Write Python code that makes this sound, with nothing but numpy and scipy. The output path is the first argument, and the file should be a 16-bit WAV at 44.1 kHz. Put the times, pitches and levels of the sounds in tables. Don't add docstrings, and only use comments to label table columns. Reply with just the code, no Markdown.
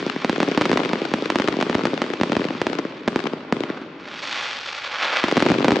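import sys
import numpy as np
from scipy import signal
from scipy.fft import rfft, irfft, next_fast_len
from scipy.io import wavfile

SR = 44100
rng = np.random.default_rng(int(sys.argv[2]) if len(sys.argv) > 2 else 0)


def wav_out(sig):
    wavfile.write(sys.argv[1], SR, np.round(np.clip(np.atleast_2d(sig).T, -1, 1) * 32767).astype(np.int16))


def gain_from_db(level_db):
    decades = np.asarray(level_db, float) / 20
    return 10 ** decades


N = 255780
LEAD = 9000

# start in seconds, source peak in dB, blast length in ms, ground echo delay in ms,
# shift of the far building echoes in ms.
SHELL_BURSTS = [(-0.0185, 4.5, 0.8, 3.5, -0.5), (0.2465, 2.5, 0.6, 3.9, -3), (0.2956, 2, 0.84, 3.4, 2.5),
                (0.4031, 3.5, 0.52, 4.8, -0.5), (0.43, 3, 0.63, 3.5, 1.4), (0.5758, 3.5, 0.89, 3.3, 1.5),
                (0.6117, 3, 0.82, 1.83, 0.5), (0.619, 2.5, 0.25, 3.2, 3.5), (0.655, 2.5, 0.36, 3.1, 0.7),
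                (0.7156, 3, 0.64, 2.6, 1.5), (0.7307, 0, 0.99, 3.8, 2.2), (0.7737, 3.5, 0.45, 2.8, 1.5),
                (0.9331, 1.5, 0.74, 3.84, 1.8), (1.1383, 3, 0.73, 3.52, 2.4), (1.3019, 5, 0.34, 2.9, 1.1),
                (1.3575, 3.5, 0.62, 2.97, 1.7), (1.399, 0, 0.96, 3.2, 9), (1.4846, 2, 0.87, 3.2, 0.5),
                (1.6118, 1, 0.43, 2.7, 0), (1.6263, 2.5, 0.46, 4.5, 2.5), (1.6975, -1.5, 0.86, 3.4, 2.3),
                (1.7514, 1.5, 1.45, 2.77, 1), (1.854, 3, 0.57, 3.23, 6), (2.0184, 2.5, 0.48, 3.4, 0.6),
                (2.2124, 1, 1.5, 3.2, 1.5), (2.2341, 2.5, 0.51, 4.8, 2), (2.3204, 0, 0.69, 3.4, 5),
                (2.367, 0.5, 1.4, 2.76, 2.3), (2.6162, 2, 0.58, 2, -2), (2.668, 1.5, 0.65, 2.78, 2.1),
                (3.0776, 0.5, 1.07, 2.87, -2.5), (3.0826, -0.5, 0.53, 3.6, 3.5),
                (3.1598, 1.5, 0.72, 2.12, -7), (3.5249, 3, 0.92, 3.9, -5.5), (5.2395, 3, 0.69, 3.06, 2),
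                (5.2836, 0, 0.41, 2.9, 3), (5.3136, 1.5, 0.16, 3.4, -2), (5.3692, 4, 0.76, 2.63, 1),
                (5.3764, 2, 1.16, 3.6, 2), (5.4032, 1, 0.19, 5.5, -1.5), (5.4245, 5, 0.77, 3.1, 0),
                (5.4644, 3, 0.57, 3.05, 3.5), (5.5015, 1, 1.3, 4.9, -0.5), (5.5178, 2.5, 1.14, 2.4, -7.5),
                (5.6453, 5, 0.54, 2, -4.5), (5.6512, -5, 0.98, 7.2, 3.5), (5.6576, -5.5, 0.65, 2.9, -7),
                (5.6824, 4.5, 0.59, 4, 3), (5.7068, 1.5, 0.67, 2.2, -1.5), (5.7193, 2.5, 1.5, 2.5, 1.5)]
# start in seconds,
# source peak in dB.
STAR_CLUSTERS = [(4.2335, -13), (4.252, -6.5), (4.2734, -2), (4.315, -7.5), (4.3665, -6), (4.4638, -7),
                 (4.5187, -19), (4.5614, -11.5), (4.702, -11), (4.7256, -3), (4.9602, -14), (4.9966, -7),
                 (5.0332, -9), (5.098, -4.5), (5.1288, -10), (5.1699, 1.5), (5.198, 0)]
# time in seconds, relative level in dB, median blast length in ms.
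STAR_COURSE = [(0.0, -1.5, 0.069), (0.6, -1.5, 0.045), (1.5, -5, 0.037), (2.351, -5.5, 0.043),
               (2.681, -5.5, 0.058), (2.95, -13.5, 0.056), (3.25, -9.5, 0.075), (3.48, -12, 0.45),
               (3.7, -1.5, 0.28), (3.9, -18, 0.14), (4.24, 5.5, 0.035), (4.378, 8, 0.045),
               (4.726, 2.5, 0.043), (4.9, 3, 0.071), (5.07, 12, 0.097), (5.219, 10, 0.092),
               (5.299, 5, 0.066), (5.8, -8, 0.019)]
# delay in ms, share of the far echo
# shift (0 to 1), bass gain in dB, treble gain in dB, treble cut in Hz, treble lead of the left in dB,
# spread of the facet delays in ms.
REFLECTORS = [(0.906, 0.14, -18, -3, 3700, -4.5, 4.1), (10.5, 0.026, -33, -18.5, 5300, -12.5, 1.2),
              (45.27, .6, -15.5, -10.5, 1000, 12, 1.1), (83.64, 0.52, -4.5, -12, 6700, 16.5, 0.87),
              (116.7, 1, -7, -4, 2300, 16, 3.0), (181, 0.94, -5, -12.5, 800, 29, 1.1),
              (253, 0.93, -21.5, -13, 1500, 1.5, 3.0), (295.7, 0.99, -16.5, -22.5, 2600, -1, 2.5)]
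# band reference frequency in Hz, relative level in dB,
# 60 dB decay time in seconds, left-right likeness (0 to 1).
SCATTER_BANDS = [(122.7, -34, 2.85, .998), (264.5, -29, 2.95, 1), (439, -36, 4.3, 0.91),
                 (1036, -34.5, 4.35, 0.62), (2130, -34, 4.5, 0.57), (3600, -28, 1.77, 0.17),
                 (8100, -23.5, 0.87, 0.21)]

GROUND_DB, GROUND_CUT_HZ = -4.5, 366
SCATTER_DB = -15.5
SCENE_AIR_DB, STAR_EXTRA_AIR_DB = 0.2545, 0.19
STAR_ECHO_DB = -9
MEDIAN_POPS_PER_S, POP_SPREAD_DB, CLUMP_DB = 3000, 3.5, 1.26
SPRAY_MS, SPRAY_SPREAD_DB = 6.0, 6
FACING_SPREAD_DB = 1.5
FACET_DB, FACET_SPREAD_DB = -1.5, 7
HISS_DB, BREEZE_DB = -96, -44
BASS_CUTS = [(177, 1), (58.4, 0.84)]
BASS_SMEAR, MID_SMEAR_HZ = (180, 0.46), 970
TOP_HZ, OVERLOAD = 8320, 0.84


def blasts(seconds, peak, length_ms, count):
    n = np.arange(count)
    x = n / (np.maximum(length_ms, .02)[:, None] * SR / 1000)
    wave = peak[:, None] * (1 - x) * np.exp(-x)
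    start = np.round(seconds * SR).astype(int)[:, None]
    at = np.clip(start + n + LEAD, 0, N + LEAD)
    return np.bincount(at.ravel(), wave.ravel(), N + LEAD + 1)[:-1]


def dull(x, cut_hz):
    r = np.exp(-2 * np.pi * cut_hz / SR)
    return signal.lfilter([1 - r], [1, -r], x + 1e-18)


def biquad(x, hz, q, allpass=False):
    w = 2 * np.pi * hz / SR
    c, a = np.cos(w), np.sin(w) / (2 * q)
    poles = [1 + a, -2 * c, 1 - a]
    zeros = poles[::-1] if allpass else np.array([1, -2, 1]) * (1 + c) / 2
    return signal.lfilter(zeros, poles, x)


def air(x, loss_db):
    size = next_fast_len(x.shape[1] + 64)
    khz = np.arange(size // 2 + 1) * SR / size / 1000
    return irfft(rfft(x, size) * gain_from_db(-loss_db * khz ** 2), size)[:, :x.shape[1]]


def shell_bursts():
    s, db, length_ms, _, _ = np.transpose(SHELL_BURSTS)
    return blasts(s, gain_from_db(db), length_ms, count=700)


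def spray(count, pops):
    draws = rng.random((count, pops, 2)) * (np.arange(pops) > 0)[:, None]
    return draws[..., 0], draws[..., 1]


def star_crackle():
    t = np.arange(-LEAD, N) / SR
    s, db, length_ms = np.transpose(STAR_COURSE)
    db, length_ms = np.interp(t, s, db), np.interp(t, s, length_ms)
    clumps = dull(dull(rng.standard_normal(len(t)), 45), 45)
    clumps = gain_from_db(CLUMP_DB * clumps / clumps.std())

    pop = rng.random(len(t)) < MEDIAN_POPS_PER_S * clumps / SR
    size = np.minimum(rng.exponential(1, len(t)), 4)
    share = np.sqrt(MEDIAN_POPS_PER_S * length_ms)
    peak = clumps * gain_from_db(db + POP_SPREAD_DB * size) / share
    pop_ms = length_ms * np.exp(0.27 * rng.standard_normal(len(t)))
    pops = blasts(t[pop], peak[pop], pop_ms[pop], count=60)

    s, db = np.transpose(STAR_CLUSTERS)[:, :, None]
    late, weaker = spray(len(s), 6)
    s = (s + late * SPRAY_MS / 1000).ravel()
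    peak = gain_from_db(db - SPRAY_SPREAD_DB * weaker).ravel()
    pops += blasts(s, peak, np.interp(s, t, length_ms), count=60)
    pops = biquad(pops, 470, 0.61)
    return air(pops[None], STAR_EXTRA_AIR_DB)[0]


def ground_echo(stars):
    s, db, length_ms, ground_ms, _ = np.transpose(SHELL_BURSTS)
    shells = blasts(s + ground_ms / 1000, gain_from_db(db), length_ms, count=700)
    late_stars = np.roll(stars, 150)
    return gain_from_db(GROUND_DB) * dull(shells + late_stars, GROUND_CUT_HZ)


def facet_echoes(delay_ms, shift_share, ragged_ms):
    s, db, length_ms, _, shift_ms = np.transpose(SHELL_BURSTS)
    late, weaker = spray(len(s), 4)
    first = s + (delay_ms + shift_share * shift_ms) / 1000
    arrival = first[:, None] + late * ragged_ms / 1000
    facing_db = FACING_SPREAD_DB * rng.standard_normal((len(s), 1))
    peak = gain_from_db(db[:, None] + facing_db + FACET_DB - FACET_SPREAD_DB * weaker)
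    return blasts(arrival.ravel(), peak.ravel(), np.repeat(length_ms, 4), count=500)


def wall(arriving, bass_db, treble_db, cut_hz, left_db):
    bass = biquad(dull(arriving, 317), 365, 1.0)
    treble = dull(biquad(arriving, 1017, 0.33), cut_hz)
    sides_db = np.array([[left_db / 2], [-left_db / 2]])
    return gain_from_db(bass_db) * bass + treble * gain_from_db(treble_db + sides_db)


def rolling_scatter(source):
    t, response = np.arange(int(1.2 * SR)) / SR, 0
    left_right = np.array([[1], [-1]])
    for hz, db, t60, alike in SCATTER_BANDS:
        band = signal.butter(2, [hz / 1.127, hz * 1.573], "band", fs=SR, output="sos")
        mid, side = signal.sosfilt(band, rng.standard_normal((2, len(t))))
        pair = np.sqrt(1 + alike) * mid + np.sqrt(1 - alike) * side * left_right
        pair = pair * gain_from_db(0.42 * (2 - alike) * left_right)
        swell = 1 - np.exp(-t / 0.0031)
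        response = response + pair * gain_from_db(db - 60 * t / t60) * swell
    return signal.oaconvolve(source[None], response, axes=1)[:, :len(source)]


def breeze(shape):
    gusts = rng.standard_normal(N) + .15 * rng.standard_normal(shape)
    gusts = dull(dull(gusts, 51), 51)
    return gain_from_db(BREEZE_DB) * gusts / gusts.std()


def hiss(shape):
    return gain_from_db(HISS_DB) * dull(rng.standard_normal(shape), 3000)


def scene():
    shells, stars = shell_bursts(), star_crackle()
    direct = shells + stars * gain_from_db([[-.4], [.4]])
    echoing_stars = gain_from_db(STAR_ECHO_DB) * stars
    out = direct + ground_echo(stars) + gain_from_db(SCATTER_DB) * rolling_scatter(shells + echoing_stars)
    for delay_ms, share, *surface, ragged_ms in REFLECTORS:
        late_stars = np.roll(echoing_stars, int(delay_ms * SR / 1000))
        out += wall(facet_echoes(delay_ms, share, ragged_ms) + late_stars, *surface)
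    return air(out, SCENE_AIR_DB)[:, LEAD:]


def microphone(x):
    for hz, q in BASS_CUTS:
        x = biquad(x, hz, q)
    x = biquad(x, *BASS_SMEAR, allpass=True)
    k = np.tan(np.pi * MID_SMEAR_HZ / SR)
    pole = (1 - k) / (1 + k)
    x = signal.lfilter([pole, -1], [1, -pole], x)
    x = signal.sosfilt(signal.butter(4, TOP_HZ, fs=SR, output="sos"), x)
    return OVERLOAD * np.tanh(x / OVERLOAD)


def top_cut(x):
    return signal.sosfilt(signal.butter(12, 16000, fs=SR, output="sos"), x)


def record(dry):
    mix = microphone(dry + breeze(dry.shape) + hiss(dry.shape))
    return top_cut(mix)


dry = scene()
out = record(dry)
wav_out(out)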